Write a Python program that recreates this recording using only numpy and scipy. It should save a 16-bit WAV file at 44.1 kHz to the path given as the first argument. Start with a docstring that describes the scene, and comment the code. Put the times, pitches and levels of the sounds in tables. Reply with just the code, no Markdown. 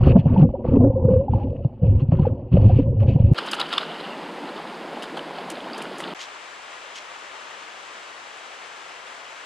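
"""A shallow rocky stream heard from three places in turn, parted by about 10 ms of silence.
Under water a dog paws at a stone: damped tones make thuds and bubbles, resonated clicks make bubble clouds and
grit, all nearly mono and mostly muffled. Just above the water, coloured noise and small resonators make
the babble, and paws splash and drip as short swells of noise and tone. Last, from afar across snow, partly coherent
noise makes a smooth, wide rush, with two short bright puffs."""
import sys
import numpy as np
from scipy import signal
from scipy.fft import rfft, irfft, next_fast_len
from scipy.io import wavfile
from scipy.ndimage import uniform_filter1d

SR = 44100
rng = np.random.default_rng(int(sys.argv[2]) if len(sys.argv) > 2 else 0)


def inscribe(sig):
    """Save sig as 16-bit PCM at rate SR to the path in sys.argv[1].

    A 1-D sig is mono; a 2-D sig holds one channel per row.
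    Samples are clipped to [-1, 1] before scaling.
    """
    pcm = np.round(np.clip(np.atleast_2d(sig).T, -1, 1) * 32767)
    wavfile.write(sys.argv[1], SR, pcm.astype(np.int16))


N = 416744
TIME = np.arange(N) / SR
SIZE = next_fast_len(N)
HZ = np.maximum(np.fft.rfftfreq(SIZE, 1 / SR), 1)

# Strokes of the paws under water. Each row: start in seconds, length in seconds,
# churn level in dB, bubble cloud level in dB, both before the muffling.
STROKES = [(0.0, 0.18, -14, -25.5), (0.246, 0.27, -22, -25), (0.64, 0.091, -25, -24.5),
           (0.707, 0.2, -18, -25), (0.93, 0.098, -28.5, -23), (1.018, 0.19, -20, -32),
           (1.29, 0.093, -18, -31), (1.413, 0.11, -23.5, -37.5), (1.572, 0.054, -28, -46.5),
           (1.815, 0.18, -15.5, -35), (2.115, 0.22, -19, -30.5), (2.512, 0.32, -14.5, -33),
           (2.852, 0.11, -18.5, -30.5), (3, 0.15, -18, -30.5), (3.197, 0.17, -16, -32.5)]
STROKE_ATTACK_S, STROKE_RELEASE_S = 0.0087, 0.0037
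# Spectrum of spray. Each row: frequency in Hz, relative level in dB per Hz.
SPRAY_SPECTRUM = [(250, -40), (500.0, -8), (1150.0, -3), (1400.0, -0.5), (1750, -10.5), (2300.0, -14),
                  (2950.0, -2.5), (4000.0, -11), (5100.0, -12), (5600.0, -31), (9500.0, -30.5),
                  (11000.0, -39), (15500.0, -52.5)]
SPLASH_ATTACK_S, SPLASH_RELEASE_S = 0.012, 0.012


def from_db(db):
    """Amplitude ratio: 20 dB is a factor of ten."""
    return 10 ** (np.asarray(db) / 20)


def rms_one(x):
    """Normalisation by mean power: scale to rms 1."""
    return x / np.sqrt(np.mean(x ** 2) + 1e-20)


def columns(rows, at, warp=np.asarray):
    """Linear interpolation of every later column along the first, whose axis may be warped."""
    first, *rest = np.transpose(rows)
    return [np.interp(warp(at), warp(first), column) for column in rest]


def colour(x, spectrum):
    """Linear filtering: a flat signal takes on the given spectrum, at rms 1."""
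    gain_db = columns(spectrum, HZ, np.log)[0]
    filtered = irfft(rfft(x, SIZE) * from_db(gain_db), SIZE)
    return rms_one(filtered[:N])


def drift(rate_hz):
    """Low-pass random fluctuation: noise twice through a one-pole filter, at rms 1."""
    pole = np.exp(-2 * np.pi * rate_hz / SR)
    noise = rng.standard_normal(N + SR)
    settled = signal.lfilter([1], [1, -2 * pole, pole * pole], noise)[SR:]
    return rms_one(settled)


def narrow_band(width_hz, phase):
    """Quadrature modulation: two slow drifts on cosine and sine make noise around a centre pitch."""
    return drift(width_hz) * np.cos(phase) + drift(width_hz) * np.sin(phase)


def grains(per_s, spread_db, clump_db, clump_hz):
    """Random point process: clicks of uneven size and sign, their median rate per_s wandering in clumps."""
    size_db = spread_db * np.minimum(rng.exponential(1, N), 5)
    sizes = from_db(size_db) * rng.choice([-1, 1], N)
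    rate = per_s * from_db(clump_db * drift(clump_hz))
    return sizes * (rng.random(N) < rate / SR)


def bubbles(clicks, low_hz, high_hz, cycles, count=28):
    """Damped resonance: clicks dealt to resonators spread in pitch, each falling 60 dB in so many cycles."""
    dealt, out = rng.integers(0, count, N), 0
    for k, hz in enumerate(np.geomspace(low_hz, high_hz, count)):
        radius = from_db(-60 * hz / (cycles * SR))
        angle = 2 * np.pi * hz / SR
        feedback = [1, -2 * radius * np.cos(angle), radius * radius]
        ring = signal.lfilter([0, np.sin(angle)], feedback, clicks * (dealt == k) + 1e-18)
        out = out + hz ** 0.91 * ring  # evens out the spectrum
    return rms_one(out)


def wavelets(rows, rise):
    """Transient oscillation: a tone under (t exp(1 - t))^2, its pitch gliding up by 2 * rise per nominal cycle."""
    out = np.zeros(N + SR)
    phases = rng.random((len(rows), 1))
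    for (peak_s, peak_db, hz, cycles), phase in zip(rows, phases):
        cycles = max(cycles, .3)
        turns = np.arange(int(6 * cycles * SR / hz)) * hz / SR
        swell = (turns / cycles * np.exp(1 - turns / cycles)) ** 2
        tone = np.sin(2 * np.pi * (turns * (1 + rise * turns) + phase))
        start = max(round((peak_s - cycles / hz) * SR), 0)
        out[start:start + len(turns)] += from_db(peak_db) * swell * tone
    return out[:N]


def spells(starts, lengths, levels_db, attack_s, release_s, wake):
    """Incoherent addition: spells rise, hold, drop to a wake and fade, their powers adding to a calm level.

    The wake holds the calm level in dB, the wake re its spell in dB, and the fading in dB per s."""
    calm_db, wake_db, fade_db = wake
    time = TIME[::20]
    power = from_db(2 * calm_db)
    for start, length, db in zip(starts, lengths, levels_db):
        after = np.maximum(time - start - length, 0)
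        drop_db = wake_db * np.minimum(after / release_s, 1) - fade_db * after
        attack = np.clip((time - start) / attack_s, 0, 1)
        power = power + (attack * from_db(db + drop_db)) ** 2
    return np.interp(TIME, time, np.sqrt(power))


def swells(times, levels_db, rise_s):
    """Critical damping: a double pole makes each click swell as t exp(-t) to the given height."""
    clicks, pole = np.zeros(N), np.exp(-1 / (rise_s * SR))
    clicks[np.round(times * SR).astype(int)] = from_db(levels_db)
    return signal.lfilter([0, np.e / (rise_s * SR)], [1, -2 * pole, pole * pole], clicks + 1e-18)


def channel_hiss():
    """Uncorrelated self-noise: each channel has a steady coloured hiss of its own."""
    # Spectrum of the hiss. Each row: frequency in Hz, relative level in dB per Hz.
    hiss_spectrum = [(30, 3.5), (150, -20.5), (2000, -24), (15500, -19.5)]
    level_db = -65.5
    return from_db(level_db) * np.array([colour(rng.standard_normal(N), hiss_spectrum) for _ in range(2)])


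def water_churn():
    """Turbulent pressure fluctuation: narrow low noise swells with each stroke and lingers in its wake."""
    start_s, length_s, churn_db, _ = np.transpose(STROKES)
    gain = spells(start_s, length_s, churn_db, STROKE_ATTACK_S, STROKE_RELEASE_S, wake=(-45, -11.5, 45))
    centre_hz = 100
    return gain * rms_one(narrow_band(34.0, 2 * np.pi * centre_hz * TIME))


def paw_thuds():
    """Impulsive excitation: paws and stone send out low, short-lived pressure swings."""
    # Thuds before the muffling. Each row: envelope peak in seconds, peak level in dB,
    # starting pitch in Hz, cycles to the peak.
    thuds = [(0.072, 3, 120, 0.46), (0.105, -3.5, 118.3, 0.83), (0.161, -3.5, 181, 2.65),
             (0.192, -5, 147.7, 0.91), (0.263, -5, 145.6, 1.1), (0.339, -8, 110.3, 0.68),
             (0.383, -6, 183, 2.2), (0.407, -8.5, 156.7, 3.0), (0.427, 0.5, 150, 1.8),
             (0.688, -6, 101.2, 0.15), (0.742, -8.5, 245, 3.2), (0.775, -10.5, 211.6, 2.2),
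             (0.808, -8.5, 230, 2.4), (0.841, -9, 253, 3.5), (0.868, -12, 259, 2.5), (1.05, -9, 140.6, 1.2),
             (1.111, -13, 178.4, 2.8), (1.35, -19, 100.0, 2), (1.448, -17, 238, 2), (1.655, -7, 126, 0.89),
             (1.837, -10, 153, 1.2), (1.866, -11.5, 110.4, 1.9), (1.904, -13.5, 95.3, 1.6),
             (1.953, -8, 115.7, 0.63), (2.028, -9.5, 128.6, 1.5), (2.092, -6.5, 120.6, 0.65),
             (2.129, -6, 144.7, 1.1), (2.149, -17, 125, 0.38), (2.199, -2.5, 152, 0.67),
             (2.224, -8.5, 119, 0.8), (2.545, -9.5, 167, 3.1), (2.595, -10, 100, 3), (2.66, -7.5, 100, 2.2),
             (2.734, -9.5, 98.1, 2), (2.769, -8.5, 123.3, 1.5), (2.795, -8.5, 256.4, 2.3),
             (2.985, -13, 98.2, 3.5), (3.087, -4.5, 115, 0.97), (3.159, -6, 133, 1.2),
             (3.203, -5.5, 129.2, 0.4), (3.247, -4, 94.4, 0.87), (3.319, -4.5, 134, 0.85)]
    return wavelets(thuds, rise=0.0081)


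def large_bubbles():
    """Volume pulsation of a gas bubble: each glug is one damped tone of slightly rising pitch."""
    # Single glugs before the muffling. Each row: envelope peak in seconds, peak level in dB,
    # starting pitch in Hz, cycles to the peak.
    glugs = [(0.157, -12, 500, 0.85), (0.26, -19, 558, 1.8), (0.365, -18.5, 884, 4.1),
             (0.543, -17.5, 532, 3.1), (0.652, -14, 538, 0.82), (0.771, -6.5, 398, 2),
             (0.825, -16, 470, 6.1), (0.855, -17, 515, 7.1), (1.05, -16.5, 499, 8), (0.968, -15, 511, 7),
             (1.089, -9.5, 479, 4.0), (1.14, -10, 515, 3.58), (1.164, -10.5, 493, 4.4), (1.2, -16, 519, 11),
             (1.115, -16, 502, 5.1), (1.285, -20, 800, 3.6), (1.337, -17, 860, 2.5), (1.415, -32, 782, 12),
             (1.355, -21, 506, 5.1), (1.532, -21.5, 502, 1.5), (1.648, -23, 606, 0.59),
             (1.845, -27, 537, 4.1), (1.885, -25.5, 505, 4.1), (2.122, -15.5, 618, 0.88),
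             (2.255, -20, 814, 3.6), (2.271, -10.5, 492, 2.36), (2.572, -8.5, 532, 1.6),
             (2.699, -20.5, 719, 3.6), (2.79, -15, 474, 2.2), (3.025, -25, 556, 4.1),
             (3.225, -27, 520, 1.62)]
    return wavelets(glugs, rise=0.0014)


def bubble_cloud(shake):
    """Superposed bubble resonances: clumped pops ring and knock on the housing, stronger at every blow."""
    # Spectrum before the muffling. Each row: frequency in Hz, relative level in dB per Hz.
    cloud_spectrum = [(120, -4.5), (260, 1), (320, -10.5), (372, -3), (420, -17.5), (460, -7.5), (535, 0),
                      (610, -13.5), (1000, -21), (1250, -42), (1500, -63)]
    start_s, length_s, _, cloud_db = np.transpose(STROKES)
    gain = spells(start_s, length_s, cloud_db, STROKE_ATTACK_S, STROKE_RELEASE_S, wake=(-42, -3, 56))
    pops = grains(600, 3.2, 4, 14)
    knocks = 0.5 * rms_one(pops)
    cloud = colour(bubbles(pops, 201, 1500, cycles=42.3) + knocks, cloud_spectrum)
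    return gain * cloud * (1 + 0.38 * shake)


def stone_scrapes(shake):
    """Frictional micro-impacts: claws and sand click on stone as bright grit, beside a fizz of fine bubbles."""
    # Scrapes. Each row: start in seconds, length in seconds, grit level in dB before the shaking,
    # fizz level in dB.
    scrapes = [(0.0, 0.12, -47, -39.5), (0.176, 0.036, -52, -64.5), (0.261, 0.17, -58, -50),
               (0.638, 0.13, -59.5, -48.5), (1.094, 0.12, -63.5, -69), (1.301, 0.14, -61.5, -61),
               (1.49, 0.012, -61, -72), (1.553, 0.014, -58, -64.5), (1.633, 0.017, -63.5, -64),
               (1.811, 0.17, -66, -65), (1.985, 0.03, -53, -55.5), (2.105, 0.18, -58, -52),
               (2.511, 0.064, -53, -47), (2.6, 0.23, -56, -55.5), (2.992, 0.048, -54.5, -50),
               (3.059, 0.086, -50, -67), (3.179, 0.23, -60.5, -65)]
    # Spectra of grit and fine bubbles. Each row: frequency in Hz, relative level in dB per Hz.
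    grit_spectrum = [(1000, -30.5), (1500.0, -12), (2100.0, -9.5), (2770.0, 2.5), (3350.0, -10),
                     (3950, -17.5), (4400.0, -13.5), (5100.0, -26.5), (9000.0, -35.5), (15000.0, -35.5)]
    fizz_spectrum = [(700, -24), (1100, 8), (1600, -4), (2300, -10.5), (3500, -18.5), (15000, -42.5)]
    start_s, length_s, *levels_db = np.transpose(scrapes)
    gritting, fizzing = [spells(start_s, length_s, db, attack_s=0.015, release_s=0.015, wake=(-73.5, -14, 82))
                         for db in levels_db]
    sand = grains(3500, 2.5, 4, 25)
    grit = colour(bubbles(sand, 1400, 9000, cycles=32.0, count=16), grit_spectrum) * (1 + 0.25 * shake)
    fine = grains(900, 2.5, 5.2, 40)
    fizz = colour(bubbles(fine, 900, 2600, cycles=25.0, count=14), fizz_spectrum)
    return gritting * grit + fizzing * fizz


def under_water():
    """Low-pass transmission: the housing muffles churn, thuds and bubbles; scrapes pass it unmuffled."""
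    thuds, glugs = paw_thuds(), large_bubbles()
    # every blow shakes loose a burst of bubbles and grit
    shake = rms_one(uniform_filter1d(np.abs(thuds) + 0.27 * np.abs(glugs), size=700))
    swell = water_churn() + thuds
    # the membrane yields more one way than the other: crests sharpen, slow heaves appear
    heave = signal.sosfilt(signal.butter(2, 32, "high", fs=SR, output="sos"), swell ** 2)
    water = swell + 0.46 * heave + glugs + bubble_cloud(shake)
    muffled = signal.sosfilt(signal.butter(4, 1150, fs=SR, output="sos"), water)
    return muffled + stone_scrapes(shake)


def babble():
    """Superposition of many small bubble resonances on smooth noise, under one broad spectrum."""
    # Spectrum of the babble. Each row: frequency in Hz, relative level in dB per Hz.
    babble_spectrum = [(100, -36), (160, -8.5), (330, -4), (1100, -6.5), (2300, -12), (5100, -23),
                       (5500, -30.5), (8500, -32.5), (10800, -39), (12000, -45), (15500, -63)]
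    level_db = -35
    small = bubbles(grains(1100, 2.6, 3, 6.7), 150, 1000, cycles=26.0, count=18)
    return from_db(level_db) * colour(0.3 * small + rng.standard_normal(N), babble_spectrum)


def sinking_band():
    """Modulated carrier: a narrow band of hiss sinks steadily in pitch, holds its level, then fades."""
    start_s, length_s, level_db = 3.35, 0.8, -46
    start_hz, sinks_hz_per_s, width_hz = 3150, 420, 140
    centre_hz = start_hz - sinks_hz_per_s * (TIME - start_s)
    band = narrow_band(width_hz, 2 * np.pi * np.cumsum(centre_hz) / SR)
    return band * spells([start_s], [length_s], [level_db], SPLASH_ATTACK_S, SPLASH_RELEASE_S, wake=(-90, -5, 25))


def paw_spray():
    """Amplitude-modulated noise: fine bubbles and hiss flutter in level through each spell of splashing."""
    # Splashing at the surface. Each row: start in seconds, length in seconds, spray level in dB before the flutter.
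    splashes = [(3.353, 0.34, -34), (3.7, 0.13, -31), (5.727, 0.39, -45.5)]
    gain = spells(*np.transpose(splashes), SPLASH_ATTACK_S, SPLASH_RELEASE_S, wake=(-48, -10, 34))
    fizz = bubbles(grains(1500, 4.0, 4, 25), 850, 4580, cycles=40.0)
    spray = colour(fizz + 1.4 * rng.standard_normal(N), SPRAY_SPECTRUM)
    flutter = from_db(2.4 * drift(13.4))
    return gain * spray * flutter


def slaps_and_drips():
    """Impact on a free surface: slaps are swells of spray and treble; drips tick and ring for a few cycles."""
    # Slaps on the water. Each row: onset in seconds, spray level in dB, treble level in dB.
    slaps = [(3.378, -25, -65), (3.459, -54, -47), (3.511, -37, -40.5), (3.5303, -27.5, -47),
             (3.596, -22.5, -47), (3.684, -41, -55), (3.726, -25.5, -50), (3.775, -29, -60),
             (5.021, -33, -45.5), (5.167, -36, -54), (5.497, -37, -41), (5.776, -38, -45.5),
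             (5.815, -46, -47), (5.98, -54, -44.5), (6.0025, -40, -49)]
    # Single drips. Each row: ring's envelope peak in seconds, peak level in dB, starting pitch in Hz.
    drips = [(3.388, -17, 1450), (3.517, -26, 4830), (3.534, -20.5, 2840), (3.615, -15, 3820),
             (3.728, -21, 3800), (3.781, -11, 3500), (3.783, -17, 1120), (3.831, -24, 1360),
             (4.011, -25, 560), (5.098, -32, 1690), (5.023, -31, 850), (5.04, -28.5, 1510),
             (5.174, -21.5, 784), (5.194, -25.5, 3000), (5.386, -24.5, 770), (5.7, -31, 1500),
             (5.734, -30, 4600), (5.748, -36, 4800), (5.82, -28, 2500), (5.855, -29, 1500),
             (6.004, -26, 1980), (6.039, -30, 3000)]
    # Treble of a slap. Each row: frequency in Hz, relative level in dB per Hz.
    treble_spectrum = [(4000, -14.5), (6000, -2.5), (10000, -4.5), (15500, -28)]
    slap_rise_s, treble_rise_s = 0.0056, 0.0071
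    tick_rise_s, tick_db = 0.001, -9  # the broad tick of a landing drip, level re its ring
    # a ring peaks after 0.52 cycles plus 1.2 ms
    rings = wavelets([(s, db, hz, 0.52 + 0.0012 * hz) for s, db, hz in drips], rise=0.0011)
    slap_s, spray_db, treble_db = np.transpose(slaps)
    drip_s, drip_db, _ = np.transpose(drips)
    slapping = swells(slap_s, spray_db, slap_rise_s)
    ticking = swells(drip_s - tick_rise_s, drip_db + tick_db, tick_rise_s)
    spray = (slapping + ticking) * colour(rng.standard_normal(N), SPRAY_SPECTRUM)
    treble = colour(grains(4000, 5.2, 0.57, 330), treble_spectrum)
    return rings + spray + swells(slap_s, treble_db, treble_rise_s) * treble


def surface():
    """Linear superposition in air: babble, sinking hiss, spray and single drops simply add."""
    return babble() + sinking_band() + paw_spray() + slaps_and_drips()


def far_rush():
    """Partial coherence: countless far bubbles merge to noise that two capsules hear partly alike."""
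    # Spectrum before the capsule balance. Each row: frequency in Hz, relative level in dB per Hz.
    rush_spectrum = [(110, -20.5), (250, -13), (470, -2.5), (1200, 2), (3100, -3.5), (4200, -10.5),
                     (7800, -15), (8600, -21.5), (10500, -29), (12500, -40.5), (15500, -62)]
    # Coherence of the capsules. Each row: frequency in Hz, likeness from 0 to 1.
    likeness = [(60, .05), (120, 0.26), (260, 0.82), (450, 0.82), (1100, 0.53), (2260, 0.4), (3900, 0.88),
                (5500, 0.029)]
    # Level difference. Each row: frequency in Hz, left over right in dB.
    balance = [(120, 0.5), (260, -0.5), (530, 2.5), (1100, 7), (2260, 3.5), (4680, 0)]
    # Phase difference of the shared part. Each row: frequency in Hz, left lead in radians.
    phase_lead = [(60, 0.93), (780, -0.34), (1380, -1.6), (2330, 0.31), (4820, 0.47)]
    level_db, sway_db = -40, 0.4
    (alike,), (over_db,), (lead,) = [columns(table, HZ, np.log) for table in (likeness, balance, phase_lead)]
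    alike = np.clip(alike, 0, 1)
    ripples = bubbles(grains(2500, 3.0, 3.1, 9.3), 255, 9300, cycles=6.7)
    shared = rfft(colour(rng.standard_normal(N) + 0.16 * ripples, rush_spectrum), SIZE)
    own = rfft(colour(rng.standard_normal(N), rush_spectrum), SIZE)
    # likeness and its complement keep the right channel's power
    right = alike * np.exp(-1j * lead) * shared + np.sqrt(1 - alike ** 2) * own
    pair = irfft([shared * from_db(over_db / 2), right * from_db(-over_db / 2)], SIZE)[:, :N]
    return from_db(level_db + sway_db * drift(11.0)) * pair


def puffs():
    """Windowed noise: short bright puffs, like steps in snow, are grainy noise under half-sine swells."""
    # Puffs. Each row: start in seconds, length in seconds, crest level of the swell in dB.
    steps = [(6.182, 0.082, -39), (6.936, 0.071, -39.5)]
    # Spectrum of a puff. Each row: frequency in Hz, relative level in dB per Hz.
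    puff_spectrum = [(800, -24), (1500.0, -11), (3000.0, 3.5), (4500.0, -4), (6800.0, -5.5), (9000.0, -20),
                     (15500.0, -44)]
    swell = 0
    for start, length, db in steps:
        swell = swell + from_db(db) * np.sin(np.pi * np.clip((TIME - start) / length, 0, 1))
    common = colour(grains(8000, 4.1, 4.8, 60), puff_spectrum)
    own = np.array([colour(rng.standard_normal(N), puff_spectrum) for _ in range(2)])
    return swell * (common + 0.28 * own)


def scene():
    """Time gating: the three places sound one after another, cut hard."""
    # Listening places in order. Each row: start in seconds, end in seconds.
    places = [(0, 3.336), (3.3455, 6.138), (6.1475, 9.46)]
    below, above, afar = [(TIME >= start) & (TIME < end) for start, end in places]
    hiss = channel_hiss()
    sealed_hiss = from_db(-23) * hiss  # the hiss is lower inside the sealed housing
    return below * (under_water() + sealed_hiss) + above * (surface() + hiss) + afar * (far_rush() + puffs())


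def record(dry):
    """Saturation and band limiting: peaks are rounded, then the top is cut."""
    cutoff_hz = 15900
    rounded = .97 * np.tanh(dry / .97)
    return signal.sosfilt(signal.cheby2(12, 70, cutoff_hz, fs=SR, output="sos"), rounded)


dry = scene()
out = record(dry)
inscribe(out)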